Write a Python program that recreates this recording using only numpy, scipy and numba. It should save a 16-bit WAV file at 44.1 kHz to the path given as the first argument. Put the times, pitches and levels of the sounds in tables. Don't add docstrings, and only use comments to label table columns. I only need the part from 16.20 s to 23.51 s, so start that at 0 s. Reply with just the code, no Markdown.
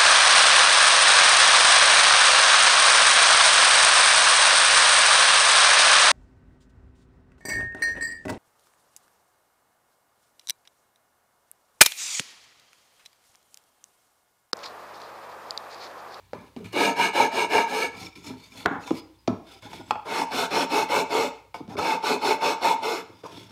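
import sys
import numpy as np
from scipy import signal
from scipy.fft import rfft, irfft, next_fast_len
from scipy.io import wavfile
from scipy.ndimage import uniform_filter1d
from numba import njit

SR = 44100
rng = np.random.default_rng(int(sys.argv[2]) if len(sys.argv) > 2 else 0)


def boost_factor(decibels):
    exponent = np.asarray(decibels, float) / 20
    return 10 ** exponent


def int16_out(signal):
    q = np.round(np.clip(np.atleast_2d(signal).T, -1, 1) * 32767)
    wavfile.write(sys.argv[1], SR, q.astype(np.int16))


N = 322371
FIRM = 0.04

# f/Hz, width/Hz, level/dB
BENCH = [(108, 14, -1), (155, 10, -8), (178, 50, -2), (260, 45, 1), (316, 91, -3), (420, 80, -5)]
# f/Hz, width/Hz, level/dB
PANEL = [(726, 57, -14), (857, 38, 2), (900.6, 37.7, 4), (964, 54, -3), (1007, 160, -13)]
# f/Hz, width/Hz, level/dB
FLAT = [(335, 190, 0.5), (716, 40, 5), (996, 120, -1), (1454, 240, 5), (2230, 190, -7.5), (2630, 56, -13),
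        (3400, 680, -13.5), (6700, 190, -24)]
# f/Hz, width/Hz, level/dB
EDGE = [(360, 140, -3.5), (662, 69, 2.5), (2370, 120, -16.5), (3340, 120, -20), (3610, 69, -27),
        (4540, 110, -22), (4690, 64, -24), (5560, 320, -21.5), (5900, 98, -35), (6470, 140, -29)]
# f/Hz, width/Hz, level/dB
CLACK = [(473, 32, -14), (855, 48, 5), (1244, 105, -4.5), (2520, 170, -13.5), (3320, 160, -18),
         (4400, 130, -22), (4870, 94, -25), (5300, 96, -26), (6360, 150, -35), (7730, 250, -34)]


def unit(x):
    return x / np.sqrt(np.mean(x ** 2))


def decibels(gain):
    return 20 * np.log10(gain + 1e-6)


def add(out, start, sound):
    out[start:start + len(sound)] += sound[:N - start]


def highpass(x, order, hz):
    return signal.sosfilt(signal.butter(order, hz, "high", fs=SR, output="sos"), x)


def bandpass(x, order, low_hz, high_hz):
    return signal.sosfilt(signal.butter(order, [low_hz, high_hz], "band", fs=SR, output="sos"), x)


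def colour(x, points):
    hz, db = np.transpose(points)
    f = np.maximum(np.arange(len(x) // 2 + 1) * SR / len(x), 1)
    return irfft(rfft(x) * boost_factor(np.interp(np.log(f), np.log(hz), db)), len(x))


def walk(rate_hz):
    k = int(SR / rate_hz)
    held = np.repeat(rng.standard_normal(N // k + 1), k)
    return unit(uniform_filter1d(held, k)[:N])


def speed(start_s, length_s, top):
    share = (np.arange(N) / SR - start_s) / length_s
    stage = np.interp(share, [0, np.clip(top, .05, .95), 1], [0, .5, 1])
    return np.sin(np.pi * stage).clip(0), share.clip(0, 1)


def grains(scatter_db, patchy_db):
    patches = np.clip(0.52 * walk(40) + walk(150), -3, 2)
    size = boost_factor(scatter_db * np.minimum(rng.exponential(size=N), 5) + patchy_db * patches)
    return unit(size * rng.standard_normal(N))


def teeth(hz, jitter, scatter_db):
    phase = np.cumsum(hz * np.clip(1 + jitter * walk(400)[:len(hz)], .1, 3) / SR)
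    catch = np.diff(np.floor(phase), prepend=0) * boost_factor(scatter_db * rng.standard_normal(len(hz)))
    return unit(catch - catch.mean())


def fibres(x, brighten=0.1):
    pressure = np.sqrt(np.maximum(uniform_filter1d(x ** 2, size=400), 0))
    return x * np.sign(rng.random(len(x)) - .5) * (pressure / FIRM) ** brighten


@njit
def resonate(x, hz, width, gain):
    y, z, pole = np.empty(len(x)), 0j, 0j
    for i in range(len(x)):
        if i % 64 == 0:
            pole = np.exp((2j * np.pi * hz[i // 64] - np.pi * width) / SR)
        z = z * pole + x[i]
        y[i] = gain[i // 64] * z.imag
    return y


def ring(x, modes, drift=0.0055, sway_db=2.5):
    steel_hz, steel_sway_db = 7300, 3.2
    chance = rng.standard_normal((2, len(modes), len(x) // 64 + 1))
    wander = uniform_filter1d(chance, size=60, axis=2) * np.sqrt(60)
    landing = uniform_filter1d(wander[1], size=100, axis=1) * 1.4
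    apart, out = fibres(x), 0
    for k, (hz, width_hz, db) in enumerate(modes):
        width_hz = max(width_hz, (hz / 700) ** 2)
        sway = steel_sway_db * landing[k] if hz > steel_hz else sway_db * wander[1, k]
        gain = (-1) ** k * boost_factor(db + sway) * 2 * np.pi * width_hz / SR
        force = np.roll(apart, 40 * k) if hz > 5600 else x
        out = out + resonate(force, hz * (1 + drift * wander[0, k]), 1. * width_hz, gain)
    return out


def body(modes, broad_db=None, **wander):
    # f/Hz, level/dB
    grain_colour = [(1200, -38), (2200, -5), (3500, -8.5), (5000, -14.5), (7000, -16.5), (9000, -17),
                    (12000, -20), (16000, -30)]

    def shake(x):
        if broad_db is None:
            return ring(x, modes, **wander)
        padded = np.pad(fibres(x), (0, next_fast_len(len(x)) - len(x)))
        hiss = colour(padded, grain_colour)[:len(x)]
        return ring(x, modes, **wander) + boost_factor(broad_db) * hiss

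    scale = np.std(shake(FIRM * rng.standard_normal(SR // 2))) / FIRM
    return lambda x: shake(x) / scale


def driven(force, db, shaken):
    tail = np.full(SR // 8, -200.)
    return shaken(force[:len(db) + len(tail)] * boost_factor(np.append(db, tail))[:len(force)])


def strike(modes, push_s):
    t = np.arange(SR // 4) / SR
    tail = 0
    for k, (hz, width_hz, db) in enumerate(modes):
        decay = np.exp(-np.pi * abs(width_hz) * t)
        tail = tail + (-1) ** k * boost_factor(db) * decay * np.sin(2 * np.pi * hz * t)
    return tail * (1 - np.exp(-t / max(push_s, 1e-5)))


def raised(modes, db):
    return [(hz, width_hz, d + db) for hz, width_hz, d in modes]


def low_finger():
    # f/Hz, width/Hz, level/dB
    finger = [(1220, 240, -7), (1305, 26, 4), (1480, 100, -10), (1680, 86, 1), (2125, 45, -2),
              (2242, 113, 4.5), (2380, 115, 3), (2510, 48, -4.5), (2864, 65, 1), (3410, 71, -12),
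              (3800, 360, -10), (4270, 130, -7.5), (4780, 82, -10.5), (5350, 43, -9)]
    # f/Hz, width/Hz, level/dB
    steel = [(6250, 45, 8), (6400, 80, -1), (6660, 80, 9.5), (6700, 140, -12.5), (8100, 120, -10),
             (8460, 230, -0.5), (8550, 150, -4), (9100, 200, -11), (10700, 230, -7), (11100, 260, -16.5),
             (12500, 320, -12), (13200, 360, -15), (13900, 400, -19.5)]
    return finger + raised(steel, -21)


def air():
    # f/Hz, level/dB
    hiss_colour = [(25, -30), (53, -40), (90, 3), (172, -14.5), (266, -19), (753, -25.5), (935, -13),
                   (1240, -25), (4260, -24.5), (4860, -27.5), (5780, -30), (16000, -34)]
    hiss_db, hum_hz, hum_db = -63.5, 59, -65
    fade_from_s, fade_db_s = 5.1, 9
    t = np.arange(N) / SR
    hiss = unit(colour(rng.standard_normal(N), hiss_colour)) * boost_factor(hiss_db + 1.0 * walk(1.0))
    level_db = hum_db - fade_db_s * (t - fade_from_s).clip(0) + 1.5 * walk(4.2)
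    return hiss + boost_factor(level_db) * np.sin(2 * np.pi * hum_hz * t)


def sliding():
    # t/s, length/s, scuff/dB, rumble/dB, clatter/dB
    slides = [(0.162, 0.15, -52.5, -51.5, -56), (0.521, 0.02, -36, -47, -57),
              (1.703, 0.11, -46, -47, -41.5), (1.731, 0.17, -38.5, -44.5, -43),
              (2.015, 0.11, -37, -41, -41.5), (2.168, 0.13, -46, -59, -53), (2.294, 0.18, -39, -48, -45),
              (2.59, 0.18, -40, -62, -58), (2.736, 0.072, -35.5, -58, -43), (2.823, 0.051, -71, -65, -70),
              (3.235, 0.17, -44.5, -55, -45), (3.413, 0.077, -43, -46, -41.5),
              (3.476, 0.11, -42, -40, -39.5), (3.588, 0.03, -52, -36, -36), (3.628, 0.12, -48, -50, -46),
              (3.845, 0.047, -40, -44, -31), (5.077, 0.14, -56, -60, -55),
              (5.479, 0.081, -45.5, -37, -34.5), (5.576, 0.023, -30.5, -30, -17.5),
              (6.784, 0.36, -57, -55, -54), (7.034, 0.27, -43.5, -43.5, -53), (7.11, 0.054, -62, -48, -72),
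              (7.278, 0.09, -47, -42, -46)]
    # t/s, scuff/dB, rumble/dB, clatter/dB, fall/(dB/s)
    settling = [(0, -62, -81, -61, 80), (0.133, -48, -32, -34.5, 180), (0.365, -47.5, -35, -46, 120),
                (0.442, -40.5, -37.5, -39.5, 175), (1.953, -40.5, -42, -51.5, 182),
                (2.105, -42.5, -33.5, -40, 173), (2.458, -62, -22, -15.5, 503),
                (2.51, -54, -31, -22.5, 136), (2.712, -52, -30, -53, 250), (3.077, -49, -19, -27, 226),
                (3.531, -38, -40, -45, 123), (3.708, -52, -36, -47, 220), (5.343, -38.5, -33, -30, 272.5),
                (5.406, -62, -36, -57, 200), (5.553, -61, -36, -40, 200), (7.038, -43.5, -43.5, -32.5, 105)]
    slide_power, slide_top = 0.85, 0.57
    rock_s = 0.0011
    t, power = np.arange(N) / SR, 0
    for s, length_s, *dbs in slides:
        swell = speed(s, length_s, slide_top)[0] ** slide_power
        power = power + np.outer(boost_factor(np.array(dbs)), swell) ** 2
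    for s, *dbs, fall_db_s in settling:
        rocking = np.clip((t - s) / rock_s, 0, 1) * boost_factor(-fall_db_s * abs(t - s))
        power = power + np.outer(boost_factor(np.array(dbs)), rocking) ** 2
    return np.sqrt(power)


def handling():
    # f/Hz, width/Hz, level/dB
    loose = [(1340, 24, -1.5), (2200, 83, -6.5), (2304, 48, 3), (2620, 140, -23), (3490, 57, 0),
             (4340, 170, -4.5), (4870, 120, -7.5), (5300, 170, -4.5), (6600, 560, -12.5), (7350, 92, -27),
             (8700, 150, -39), (11140, 220, -38)]
    # f/Hz, width/Hz, level/dB
    turned_over = [(1370, 23, -2), (2200, 160, -2), (2464, 230, -5), (3490, 260, -1.5), (4460, 160, -6.5),
                   (4950, 73, -1), (5470, 77, -4.5), (6370, 340, -10), (7630, 150, -18)]
    # f/Hz, width/Hz, level/dB
    clattering = [(438, 70, 5), (664, 42, -0.5), (860, 35, 5.5), (1016, 69, 2.5), (1330, 52, -1),
                  (1380, 300, -7), (1720, 950, -16.5)]
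    # t/s, f/Hz, width/Hz, level/dB
    brushes = [(2.775, 5300, 60, -50), (2.765, 5000, 9, -58), (2.05, 3580, 20, -54), (2.795, 4960, 14, -58),
               (2.98, 4950, 12, -66), (2.94, 3500, 30, -64), (3.28, 11000, 30, -66), (3.63, 7700, 40, -58),
               (3.66, 7700, 40, -56), (3.695, 7600, 60, -55), (3.73, 7650, 40, -60), (2.10, 860, 14, -43),
               (1.75, 1320, 10, -50)]
    # t/s, peak/dB, ring f/Hz
    ticks = [(0.19, -47, 2260), (0.213, -50, 2380), (1.751, -38, 2330), (1.78, -37, 2340),
             (1.829, -34, 2220), (1.867, -30.5, 2310), (1.928, -44, 2360), (1.958, -38, 2360),
             (2.033, -49, 2380), (2.06, -48, 2210), (2.32, -41, 2360), (2.637, -38, 2640),
             (2.677, -36.5, 2280), (2.758, -48, 2160), (2.79, -54, 2260), (3.325, -54, 2260),
             (3.427, -41, 2200), (3.445, -51, 2250), (3.507, -53, 3330), (3.61, -47, 3340),
             (3.695, -52, 2220), (5.342, -33.5, 2250), (5.357, -43, 2195), (5.568, -31, 2250)]
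    # share of ring f, width/Hz, level/dB
    tick_modes = [(0.57, 60, -18), (1, 55, 0), (1.53, 150, -3), (2.2, 250, -2), (2.85, 400, -16)]
    loose_s, turned_s = 0.6, 2.9
    t = np.arange(N) / SR
    scuff, rattle = grains(scatter_db=1.0, patchy_db=2.0), grains(scatter_db=2.0, patchy_db=2.5)
    skin = body(loose, broad_db=0.5, drift=0.021, sway_db=-5.0)
    bench, boards = body(BENCH), body(clattering, drift=0.063, sway_db=2.0)
    turned = body(turned_over, broad_db=-0.5, drift=0.015, sway_db=2.5)
    laid = body(low_finger(), broad_db=2.5, drift=0.0045, sway_db=-4.0)
    rub, rumble, clatter = sliding()
    out = skin(boost_factor(-5.5) * rub * scuff * (t >= loose_s) * (t < turned_s))
    out = out + turned(boost_factor(-6.0) * rub * scuff * (t >= turned_s))
    out = out + laid(boost_factor(-4.5) * rub * scuff * (t < loose_s))
    out = out + bench(boost_factor(-3.0) * rumble * rattle) + boards(boost_factor(-5.5) * clatter * rattle)
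    for s, hz, width_hz, db in brushes:
        cluster = [(hz * r, width_hz, db + 1) for r in (.991, 1, 1.006, 1.017)]
        add(out, int(s * SR), strike(cluster, push_s=.008))
    for s, db, hz in ticks:
        add(out, int(s * SR), strike([(hz * r, w, db + d) for r, w, d in tick_modes], push_s=0.00085))
    return out


def knocks():
    # t/s, peak/dB, main ring f/Hz, crack/dB, ring t60/s
    blows = [(0.1328, -9.5, 537, -42.5, 0.011), (0.3633, -22, 249, -44, 0.052),
             (0.448, -54, 253, -47, 0.11), (0.527, -38, 474, -53, 0.055), (1.868, -66, 268, -49, 0.06),
             (1.959, -49, 281, -53, 0.22), (2.099, -33, 255.7, -45, 0.26), (2.43, -46, 316, -46, 0.057),
             (2.459, -30, 1490, -46, 0.019), (2.4537, -18, 338, -64, 0.063), (2.507, -24, 280, -63, 0.17),
             (2.675, -35.5, 980, -49, 0.12), (2.707, -11, 318, -35, 0.078), (2.738, -26, 290, -65, 0.069),
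             (2.063, -36, 290, -60, 0.082), (3.755, -26, 844, -64, 0.06), (3.076, -15, 312, -30.5, 0.06),
             (3.423, -50, 1040, -53, 0.077), (3.531, -33, 874, -46, 0.064), (3.71, -29, 1325, -45.5, 0.088),
             (5.343, -29, 883, -56, 0.11), (5.405, -21, 293.2, -65, 0.037), (5.478, -30.5, 213, -50, 0.11),
             (5.553, -26.5, 400, -52, 0.06), (6.897, -32, 330, -67, 0.03),
             (7.035, -33.5, 462, -52.5, 0.074), (7.174, -28, 290, -53, 0.035)]
    # share of main ring f, level/dB
    wood_modes = [(0.451, -23), (0.621, -13.5), (0.802, -8), (1.001, 0), (1.17, -9), (1.42, -9.5),
                  (1.7, -13.5), (2.1, -20), (2.6, -15.5), (3.2, -16), (3.9, -18)]
    thud_db, thud_share = -38, 0.32
    out, t = np.zeros(N), np.arange(SR // 20) / SR
    bench_hz, bench_width_hz = BENCH[0][:2]
    for s, db, hz, crack_db, t60_s in blows:
        width_hz = np.log(1000) / np.pi / max(t60_s, .01)
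        wood = [(hz * r, width_hz * r ** 0.55, db + d) for r, d in wood_modes]
        thud = (bench_hz, bench_width_hz, thud_db + thud_share * db)
        add(out, int(s * SR), strike(wood + [thud], push_s=.3 / hz))
        crack = bandpass(rng.standard_normal(len(t)), 3, 1300, np.clip(9 * hz, 5000, 14000))
        add(out, int(s * SR), boost_factor(crack_db + 11) * crack * np.exp(-t / .0018))
    return out


def filing():
    # t/s, length/s, grain/dB, share of length at top speed, panel ring/dB
    strokes = [(0.525, 0.21, -26.5, 0.53, 4.5), (0.753, 0.15, -27.5, 0.55, 3.5),
               (0.927, 0.16, -27, 0.4, 5.5), (1.107, 0.16, -29.5, 0.57, 1.5),
               (1.285, 0.17, -27.5, 0.44, 1.5), (1.462, 0.22, -31, 0.7, -1.5),
               (3.855, 0.19, -33, 0.79, 2.5), (4.103, 0.17, -29, 0.61, -3.5), (4.302, 0.15, -29.5, 0.62, 4),
               (4.486, 0.17, -29.5, 0.45, 2), (4.682, 0.15, -29, 0.59, 5.5), (4.89, 0.21, -31, 0.33, 2),
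               (5.54, 0.238, -33, 0.65, 5), (5.818, 0.16, -29.0, 0.39, 0), (6.001, 0.16, -29.5, 0.5, 3.5),
               (6.2, 0.15, -30, 0.48, 3), (6.408, 0.14, -29.5, 0.43, 4.5), (6.615, 0.21, -33.5, 0.21, -3.5)]
    # teeth at top speed/Hz, catch/dB, roundness of swell, dust/dB
    bites = [(450, -7.5, 1.1, -1.7), (400, -11.5, 0.81, -1.7), (461, -8, 0.82, -2.7),
             (451.3, -7.5, 0.93, -3), (480, -12, 1, -2.5), (453, -9, 0.79, 0.5), (470, -4, 0.83, 0.5),
             (405.2, -7.5, 0.75, 0.5), (290, -7.5, 0.48, 0.1), (460.6, -14.5, 1.01, 1.7),
             (485.6, -16, .75, 1.8), (488, -4, 0.92, 1.5), (350, -2, 1, -0.5), (510, -5, 1.06, -0.5),
             (377.6, -8, 0.87, 0), (502, -9.5, 0.79, -1), (570, -19, 0.71, 1.3), (441, -7, 0.79, 1.6)]
    press = [1.1, -0.5, -0.2, 0.3, -3, 0.5, 0, 0.5, 1, -0.7, -2.4, -0.6, -0.5, -1.3, -1.5, -1, -2, -1.4]
    # thrum/dB, thrum growth/(dB/s), extra thrum on return/dB, panel ring/dB
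    runs = [
        (2.5, -7.5, -3, -4),
        (-1.35, 1.5, -1.5, -1.7),
        (2, -7, 0.5, 0.5),
    ]
    landings = [
        0.525,
        3.864,
        5.568,
    ]
    # f/Hz, width/Hz, level/dB
    top_finger = [(1200, 247, 2), (1472, 140, 5), (1543, 160, 2), (2157, 94, 3.5), (2250, 92, 3.5),
                  (2394, 43, -1.5), (2556, 76, 2.5), (2990, 290, -8), (3510, 62, 0), (3830, 200, -7.5),
                  (4256, 203, -3), (5390, 235, -6), (6130, 760, -17)]
    # f/Hz, width/Hz, level/dB
    steel_high = [(6890, 220, -1), (7820, 190, -6.5), (8300, 150, -13), (9190, 160, -6.5),
                  (11300, 250, -18), (11470, 280, -16), (12800, 330, -17), (13400, 450, -22),
                  (14100, 400, -19.5), (14400, 460, -28)]
    # f/Hz, width/Hz, level/dB
    thrum_modes = [(180.6, 13, -1.5), (203.6, 13, -3.5), (257.4, 19, 1.5), (286, 27, -0.5),
                   (376, 30.7, -2.5), (401.6, 26, -1.5), (438.8, 38.7, 2.5), (474, 32.4, 0),
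                   (583, 57, -2.5), (620, 55, -8), (683, 42, -4)]
    # f/Hz, width/Hz, level/dB
    panel_low_modes = [(724, 47, -14), (855, 32, -3), (907, 47, 0), (942, 36, 0), (977, 88, -12.5)]
    grain_power, thrum_power, panel_power, tooth_power = 1.09, 0.67, 0.83, 0.6
    rest_db, bench_db = -53.5, -28
    panel_lag_s, thrum_lead_db, panel_lead_db = 0.00085, 1, 1
    dust_hz, board_low_hz = 5500, 184

    thrum = body(thrum_modes, drift=0.025, sway_db=1.9)
    panel = body(PANEL, drift=0.0092, sway_db=0.24)
    panel_low = body(panel_low_modes, drift=0.0096, sway_db=1.9)
    low = body(low_finger(), broad_db=-6.5, drift=0.01, sway_db=1.9)
    top = body(top_finger + raised(steel_high, -11.5), broad_db=-6.5, drift=0.01, sway_db=1.9)
    bench = body(BENCH[:1])
    torn, rough = grains(scatter_db=3.0, patchy_db=0.5), grains(scatter_db=2.1, patchy_db=3.5)
    out, hum, dust_db = np.zeros(N), np.zeros(N), np.zeros(N)
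    rows = np.reshape(np.column_stack([strokes, bites, press]), (len(runs), -1, 10))
    for run, lands_s, (thrum_db, growth_db_s, back_db, panel_db) in zip(rows, landings, runs):
        at, end = int(lands_s * SR), int(run[-1, :2].sum() * SR)
        tooth_hz, catch = 120., 0
        cut = shake = sing = boost_factor(rest_db)
        for k, row in enumerate(run):
            s, length_s, db, fastest, board_db, top_hz, catch_db, roundness, fine_db, press_db = row
            v, share = speed(s, length_s, fastest)
            tooth_hz = np.maximum(tooth_hz, top_hz * v ** tooth_power)
            catch = catch + boost_factor(catch_db) * (v > 0)
            dust_db[v > 0] = fine_db
            v = v ** roundness
            cut = np.hypot(cut, boost_factor(db + 3) * v ** grain_power)
            shake_db = db + press_db + back_db * (k % 2) + growth_db_s * (s - run[0, 0])
            shake_db = shake_db + thrum_lead_db * (1 - 2 * share)
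            shake = np.hypot(shake, boost_factor(shake_db) * v ** thrum_power)
            v, share = speed(s + panel_lag_s, length_s, fastest)
            sing_db = db + board_db + panel_lead_db * (1.0 - 2 * share)
            sing = np.hypot(sing, boost_factor(sing_db) * v ** (panel_power * roundness))
        grain_db, shake_db, sing_db = (decibels(gain[at:end]) for gain in (cut, shake, sing))
        span = slice(at, end + SR // 8)
        catches = catch[span] * teeth(tooth_hz[span], jitter=.16, scatter_db=2.0)
        push = boost_factor(-2) * catches + boost_factor(-0.5) * rough[span]
        rasp = boost_factor(-7.5) * catches + boost_factor(1.0) * rough[span]
        finger, plate = (low, panel_low) if at < 2 * SR else (top, panel)
        add(out, at, driven(torn[at:], grain_db, finger))
        add(out, at, driven(push, shake_db + thrum_db, thrum))
        add(hum, at, driven(push, shake_db + bench_db, bench))
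        add(out, at, driven(rasp, sing_db + panel_db, plate))
    out = out + jolts()
    dust = highpass(out, 2, dust_hz)
    out = out + (boost_factor(uniform_filter1d(dust_db, size=900)) - 1) * dust
    return hum + highpass(out, 3, board_low_hz)


def jolts():
    # t/s, peak/dB
    slips = [(0.639, -10.5), (0.971, -7), (4.014, 0), (4.18, -8), (4.228, -4), (4.31, -20), (4.332, -8),
             (4.39, -4), (4.425, 0), (4.716, -2), (4.757, -16), (4.929, -8), (5.719, 1.5), (5.834, -2.5),
             (5.869, -1), (6.017, -11), (6.036, -6), (6.127, -4), (6.433, -5), (6.507, 6), (6.532, 3.5),
             (6.628, -5.5), (4.503, -6), (5.584, -15)]
    out = np.zeros(N)
    for s, db in slips:
        add(out, int(s * SR), strike(raised(PANEL, db - 19.5), push_s=.0006))
    return out


def slams():
    # t/s, level/dB, push/s, modes
    blows = [
        (2.4591, -13.5, 0.00021, FLAT),
        (2.4626, -37, 0.00033, FLAT),
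        (3.076, -23, 0.0002, EDGE),
        (3.0788, -13.5, 0.00025, EDGE),
        (3.7082, -8, 0.00027, CLACK),
        (3.7148, -26, 0.00024, CLACK),
    ]
    out = np.zeros(N)
    for s, db, push_s, modes in blows:
        struck = [(f, w, db + d + decibels(w / 100)) for f, w, d in modes]
        add(out, int(s * SR), strike(struck, push_s))
    return out


def room(x):
    # f/Hz, t60/s, level/dB
    bands = [(137, 0.0063, -16), (509, 0.46, -11), (1280, 0.46, -9), (3850, 0.45, -12.5),
             (10000, 0.028, -14.5)]
    t, echo = np.arange(SR // 2) / SR, 0
    for hz, t60_s, db in bands:
        band = bandpass(rng.standard_normal(len(t)), 2, hz / 2.0, hz * 2.07)
        fall = np.exp(-np.log(1000) * t / t60_s) * np.clip(t / 0.0048, 0, 1)
        echo = echo + boost_factor(db) * band * fall / np.sqrt(np.sum(fall ** 2))
    return signal.fftconvolve(x, echo)[:N]


def scene():
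    near = handling() + knocks() + filing() + slams()
    heard = highpass(near + boost_factor(0.5) * room(near), 4, 83)
    return (heard + air())[None]


def band_limit(x):
    return signal.sosfilt(signal.butter(12, 15830, fs=SR, output="sos"), x)


def record(dry):
    ceiling, top_hz = 0.367, 15700
    lowpass = signal.ellip(8, .2, 70, top_hz, fs=SR, output="sos")
    mix = signal.sosfilt(lowpass, np.clip(dry, -ceiling, ceiling))
    return band_limit(mix)


dry = scene()
out = record(dry)
int16_out(out)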